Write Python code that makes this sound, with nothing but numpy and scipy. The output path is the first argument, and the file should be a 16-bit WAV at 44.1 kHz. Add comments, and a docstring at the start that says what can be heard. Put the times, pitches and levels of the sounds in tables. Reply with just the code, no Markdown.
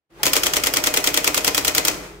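"""Electric daisy-wheel typewriter.

One letter repeats about ten times a second, close by. The motors run up; in each stroke the ribbon
lift clacks, the linkage ticks, and the hammer hits the platen and rings the case.
A small tick and a soft swell of noise follow the last stroke; the room rings out over a low hum."""
import sys
import numpy as np
from scipy import signal
from scipy.fft import rfft, irfft, next_fast_len
from scipy.io import wavfile

SR = 44100
rng = np.random.default_rng(int(sys.argv[2]) if len(sys.argv) > 2 else 0)


def put_to_file(sound):
    """Save the sound as 16-bit audio at rate SR, in the file named by the first command-line argument."""
    columns = np.atleast_2d(sound).T  # one column per channel
    safe = np.clip(columns, -1, 1)
    whole_steps = np.round(safe * 32767)
    wavfile.write(sys.argv[1], SR, whole_steps.astype(np.int16))


N = 97020
T = np.arange(N) / SR

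# Strokes: lift t/s, lift level/dB, hammer t/s, hammer level/dB
STROKE_HITS = [(0.2312, -12.3, 0.2648, -11.9), (0.3325, -11.4, 0.3642, -12.3),
               (0.4337, -13.6, 0.4659, -14.1), (0.5349, -14.4, 0.5664, -13.0),
               (0.636, -14.4, 0.6682, -12.7), (0.737, -14.6, 0.7685, -12.6), (0.8383, -15.2, 0.8694, -11.9),
               (0.9391, -14.7, 0.9707, -11.4), (1.0406, -14.4, 1.0724, -11.8),
               (1.1415, -15.1, 1.173, -11.5), (1.2428, -15.0, 1.2746, -11.0),
               (1.3438, -14.5, 1.3756, -13.4), (1.445, -13.9, 1.4762, -11.4),
               (1.5459, -14.6, 1.5773, -12.5), (1.6473, -14.9, 1.6789, -11.4),
               (1.7483, -14.3, 1.7795, -11.3), (1.8496, -14.2, 1.8809, -11.5)]

def typing():
    """Each stroke drives the ribbon lift, the hammer and the linkage."""
    strokes = np.array(STROKE_HITS)
    return ribbon_lift(strokes[:, :2]) + hammer(strokes[:, 2:]) + linkage(strokes[:, 0])

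# Hammer crack spectrum: f/Hz, left/dB, right/dB
HAMMER_SPECTRUM = [(150, -28, -31), (400, -19, -19), (800, -15, -16), (1300, -9, -11), (1720, -12, -15),
                   (2200, -4.5, -9), (2750, -8, -13), (3200, -2, -11), (3600, -8, -16), (3900, -5, -14),
                   (4500, -8, -12), (5400, -8, -9), (6800, -8, -8), (7500, -12, -10), (8300, -10, -6),
                   (9700, -12, -18), (12500, -11, -12), (15500, -15, -15)]
# Hammer modes: f/Hz, left/dB, right/dB, t60/s
HAMMER_RESONANCES = [(1160, -12, -20, .05), (3060, -5, -16, .045), (3295, -1, -22, .045),
                     (3840, -10, -20, .04), (6650, -11, -8, .028), (7900, -9, -3, .032),
                     (10600, -11, -15, .025)]

def hammer(hits):
    """The hammer hits the platen: a short crack and a strong ring of the case."""
    return blows(hits, HAMMER_SPECTRUM, HAMMER_RESONANCES, rise_s=.0016, t60_s=.025,
                 crack_db=10.4, rattle_db=-5.3, case_db=.3)

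# Lift clack spectrum: f/Hz, left/dB, right/dB
LIFT_SPECTRUM = [(150, -28, -27), (400, -21, -20), (800, -16, -17), (1300, -6.5, -7.5), (1700, -10, -13),
                 (2100, -5, -10), (2700, -6, -13), (3200, -1, -13), (3800, -10, -17), (4500, -7, -12),
                 (5300, -6, -7), (6600, -10, -6), (8200, -11, -6), (9700, -12, -18), (12000, -9, -9.5),
                 (15500, -11, -10)]
# Lift modes: f/Hz, left/dB, right/dB, t60/s
LIFT_RESONANCES = [(1210, -13, -13, .05), (1390, -9, -10, .05), (3280, -1, -19, .05), (4450, -11, -15, .04),
                   (5220, -7.5, -6.5, .05), (6450, -17, -8, .035), (8600, -15, -8, .025),
                   (12500, -9, -9, .02)]

def ribbon_lift(hits):
    """The ribbon lift clacks and rings the case lightly."""
    return blows(hits, LIFT_SPECTRUM, LIFT_RESONANCES, rise_s=.0008, t60_s=.036,
                 crack_db=6.5, rattle_db=-9.5, case_db=-10)

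# Case rattle spectrum: f/Hz, left/dB, right/dB
CASE_SPECTRUM = [(100, -15, -15), (220, -16, -16), (310, -6, -6), (640, 0, -4), (900, -6, -7),
                 (1300, -4, -5), (1720, -8, -10), (1950, -3, -6), (2480, -3, -4), (2850, -9, -10),
                 (3300, -6, -12), (3700, -10, -13), (5200, -11, -10.5), (8000, -14, -12), (9800, -19, -22),
                 (12500, -19, -19), (15500, -24, -22)]
# Case modes: f/Hz, left/dB, right/dB, t60/s
CASE_RESONANCES = [(270, -23, -23, .2), (296, -19.5, -19.5, .22), (320, -23.5, -24, .24),
                   (392, -21, -23, .22), (454, -22, -17, .18), (479, -15, -28, .12), (532, -17, -24, .12),
                   (614, -15, -16, .2), (638, -12, -22, .13), (732, -23, -22, .2), (832, -21, -20, .12),
                   (1050, -27, -18, .09), (1855, -11, -24, .07), (2020, -21, -15, .1),
                   (2090, -15, -22, .08), (2285, -18, -21, .1), (2505, -17, -18, .19)]

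def blows(hits, spectrum, modes, rise_s, t60_s, crack_db, rattle_db, case_db):
    """A part strikes repeatedly: it cracks and rings, the case rattles and rings."""
    out, size = np.zeros((2, N)), SR // 3
    part_phases = rng.uniform(-np.pi, np.pi, (len(modes), 2))
    case_phases = rng.uniform(-np.pi, np.pi, (len(CASE_RESONANCES), 2))

    def impact():
        crack = burst(spectrum, rise_s, t60_s, size)
        rattle = burst(CASE_SPECTRUM, rise_s=.003, t60_s=.11, size=size)
        return amp(crack_db) * crack + amp(rattle_db) * rattle

    common = impact()
    for start_s, level_db in hits:
        clack = np.sqrt(.5) * (common + impact())  # half the power repeats at every blow
        part_ring = ring(modes, part_phases, rise_s, size)
        case_ring = amp(case_db) * ring(CASE_RESONANCES, case_phases, rise_s, size)
        add(out, start_s, amp(level_db) * (clack + part_ring + case_ring))
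    return out

def ring(modes, phases, rise_s, size, detune_sd=.002, level_sd_db=1, build_cycles=.4):
    """Damped modes, scattered slightly at each blow; low ones build up more slowly."""
    t, out = T[:size], np.zeros((2, size))
    for (hz, left_db, right_db, t60_s), (phase, skew) in zip(modes, phases):
        scatter_db = rng.normal(0, level_sd_db)
        tuned_hz = hz * rng.normal(1, detune_sd)
        stereo_phase = skew * min(hz / 2000, 1) * np.array([[.5], [-.5]])
        wave = np.sin(2 * np.pi * tuned_hz * t + phase + stereo_phase)
        gain = amp([[left_db], [right_db]]) * amp(scatter_db)
        out += gain * wave * envelope(t, rise_s + build_cycles / hz, t60_s)
    return out

# Ticks per stroke: t/s after the lift, level/dB, t60/s
LINKAGE_TICKS = [(.0045, -20, .025), (.0125, -22.5, .06), (.0222, -17, .04), (.027, -17, .035),
                 (.0405, -21, .05), (.047, -23, .06), (.062, -28.5, .09), (.093, -29, .04)]
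# Tick spectrum: f/Hz, left/dB, right/dB
TICK_SPECTRUM = [(150, -9, -9), (300, -4, -4), (1200, -2, -2), (1700, -4, -5), (2400, 2, -1), (3200, 3, -4),
                 (4200, -2, -4), (5300, 0, 0), (7000, 0, 1), (9700, -8, -10), (12500, -5, -5),
                 (15500, -7, -7)]

def linkage(lifts_s, start_jolt_db=4.5, jolt_fade_s=.22, time_sd_s=.0005, level_sd_db=1.5):
    """Loose parts tick in every stroke; the first strokes shake them harder."""
    out = np.zeros((2, N))
    for lift_s in lifts_s:
        jolt_db = start_jolt_db * np.exp((lifts_s[0] - lift_s) / jolt_fade_s)
        for delay_s, level_db, t60_s in LINKAGE_TICKS:
            start_s = lift_s + rng.normal(delay_s, time_sd_s)
            gain = amp(rng.normal(level_db + jolt_db, level_sd_db))
            add(out, start_s, gain * burst(TICK_SPECTRUM, rise_s=.0004, t60_s=t60_s, size=SR // 8))
    return out

# Closing tick and swell: t/s, level/dB, rise/s, t60/s
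CLOSING_BURSTS = [(1.942, -30, .003, .06), (2.02, -38, .012, .5)]

def tick_and_swell():
    """A small tick after the last stroke, then a soft swell of noise that fades."""
    out = np.zeros((2, N))
    for start_s, level_db, rise_s, t60_s in CLOSING_BURSTS:
        add(out, start_s, amp(level_db) * burst(CASE_SPECTRUM, rise_s, t60_s, size=SR // 3))
    return out

# Drive noise envelope: t/s, level/dB
DRIVE_LEVELS = [(.09, -90), (.105, -60), (.15, -51), (.21, -40), (.26, -37), (1.9, -38), (2.05, -40),
                (2.12, -46), (2.2, -49)]
# Drive noise spectrum: f/Hz, left/dB, right/dB
DRIVE_SPECTRUM = [(25, -40, -40), (38, -17, -17), (60, 4, -1), (100, -1, -5), (140, 3, 2), (230, -4, -4),
                  (330, 2, 2), (600, -4, -4), (1300, -6, -6), (2500, -11, -11), (6000, -21, -21),
                  (15000, -28, -28)]
# Run-up whines: t/s, length/s, f/Hz, level/dB
RUN_UP_WHINES = [(.115, .06, 335, -50), (.192, .035, 850, -42)]
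# Hum partials: f/Hz, level/dB
HUM_PARTIALS = [(48.5, -49.5), (72, -57), (147, -56), (185, -55), (326, -53), (413, -50)]

def motors(hum_start_s=.1, hum_rise_s=.25):
    """The motors whine briefly as they run up, over drive noise and a low hum."""
    drive = amp(np.interp(T, *np.transpose(DRIVE_LEVELS))) * noise(DRIVE_SPECTRUM, N)
    whine, hum = np.zeros((2, N))
    for start_s, length_s, hz, level_db in RUN_UP_WHINES:
        swell = np.sin(np.pi * np.clip((T - start_s) / length_s, 0, 1))
        whine += amp(level_db) * swell * np.sin(2 * np.pi * hz * T)
    for hz, level_db in HUM_PARTIALS:
        hum += amp(level_db) * np.sin(2 * np.pi * (hz * T + rng.random()))
    hum *= np.clip((T - hum_start_s) / hum_rise_s, 0, 1)
    return drive + np.sqrt(2) * (whine + hum)  # sine rms to peak

# Room tail spectrum: f/Hz, left/dB, right/dB
ROOM_SPECTRUM = [(100, 3, 3), (330, 3, 3), (650, 2, 2), (1200, 1.5, 1.5), (2400, 0, 1), (3300, -5, -1),
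                 (5000, -1, -1), (8000, -3, -4), (15500, -6, -6)]
# Room decay: f/Hz, t60/s
ROOM_DECAY = [(150, .9), (500, .85), (2000, .65), (6000, .55), (14000, .55)]

def room(source):
    """Hard walls reverberate; a new tail every 0.1 s stands for the moving carriage."""
    out, block = np.zeros((2, N)), SR // 10
    for start in range(0, N, block):
        hz, t, bands = signal.stft(noise(ROOM_SPECTRUM, SR), SR, nperseg=256)
        bands *= envelope(t, rise_s=.012, t60_s=log_interp(ROOM_DECAY, hz).T)
        _, tail = signal.istft(bands, SR, nperseg=256)
        tail /= np.linalg.norm(tail[0])
        add(out, start / SR, signal.fftconvolve(source[:, start:start + block], tail, axes=1))
    return out

# Left-right coherence: f/Hz, coherence/1
STEREO_COHERENCE = [(60, .55), (150, .8), (290, .88), (640, .68), (1300, 0), (15000, 0)]

def noise(spectrum, size):
    """Random-phase stereo noise of rms 1; the channels are partly alike in the bass."""
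    hz = np.fft.rfftfreq(size, 1 / SR)
    phase = rng.uniform(0, 2 * np.pi, len(hz))
    coherence = np.clip(log_interp(STEREO_COHERENCE, hz), 1e-3, 1)
    spread_rad = np.sqrt(-2 * np.log(coherence))
    stereo_phase = spread_rad * rng.standard_normal(len(hz)) * [[.5], [-.5]]
    wave = irfft(amp(log_interp(spectrum, hz)) * np.exp(1j * (phase + stereo_phase)), size)
    return wave / np.sqrt(np.mean(wave ** 2) + 1e-20)

def burst(spectrum, rise_s, t60_s, size):
    """Shaped noise that swells and dies away."""
    return noise(spectrum, size) * envelope(T[:size], rise_s, t60_s)

def envelope(t, rise_s, t60_s):
    """Exponential rise and decay."""
    return (1 - np.exp(-t / rise_s)) * np.exp(-np.log(1000) * t / t60_s)

def log_interp(table, hz):
    """Table columns interpolated over log frequency."""
    table_hz, *columns = np.transpose(table)
    return np.array([np.interp(np.log(hz + 1), np.log(table_hz + 1), column) for column in columns])

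def amp(db):
    """Decibels to gain."""
    return 10 ** (np.asarray(db) / 20)

def add(track, start_s, sound):
    """Mix a sound in at start_s."""
    span = track[:, round(start_s * SR):][:, :sound.shape[1]]
    span += sound[:, :span.shape[1]]

def scene(left_lag_s=.00018, room_db=-12.3):
    """The typewriter in its room; the strokes reach the right side first."""
    left, right = typing() + tick_and_swell()
    late_left = np.pad(left, (round(left_lag_s * SR), 0))[:N]
    machine = np.array([late_left, right])
    return machine + amp(room_db) * room(machine) + motors()

def record(dry, cutoff_hz=15800, transition_hz=300):
    """Clip at full scale, then low-pass."""
    size = next_fast_len(N + SR // 4)
    hz = np.fft.rfftfreq(size, 1 / SR)
    lowpass = np.clip((cutoff_hz - hz) / transition_hz + .5, 0, 1)
    return irfft(rfft(np.clip(dry, -1, 1), size) * lowpass, size)[:, :N]

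dry = scene()
out = record(dry)
put_to_file(out)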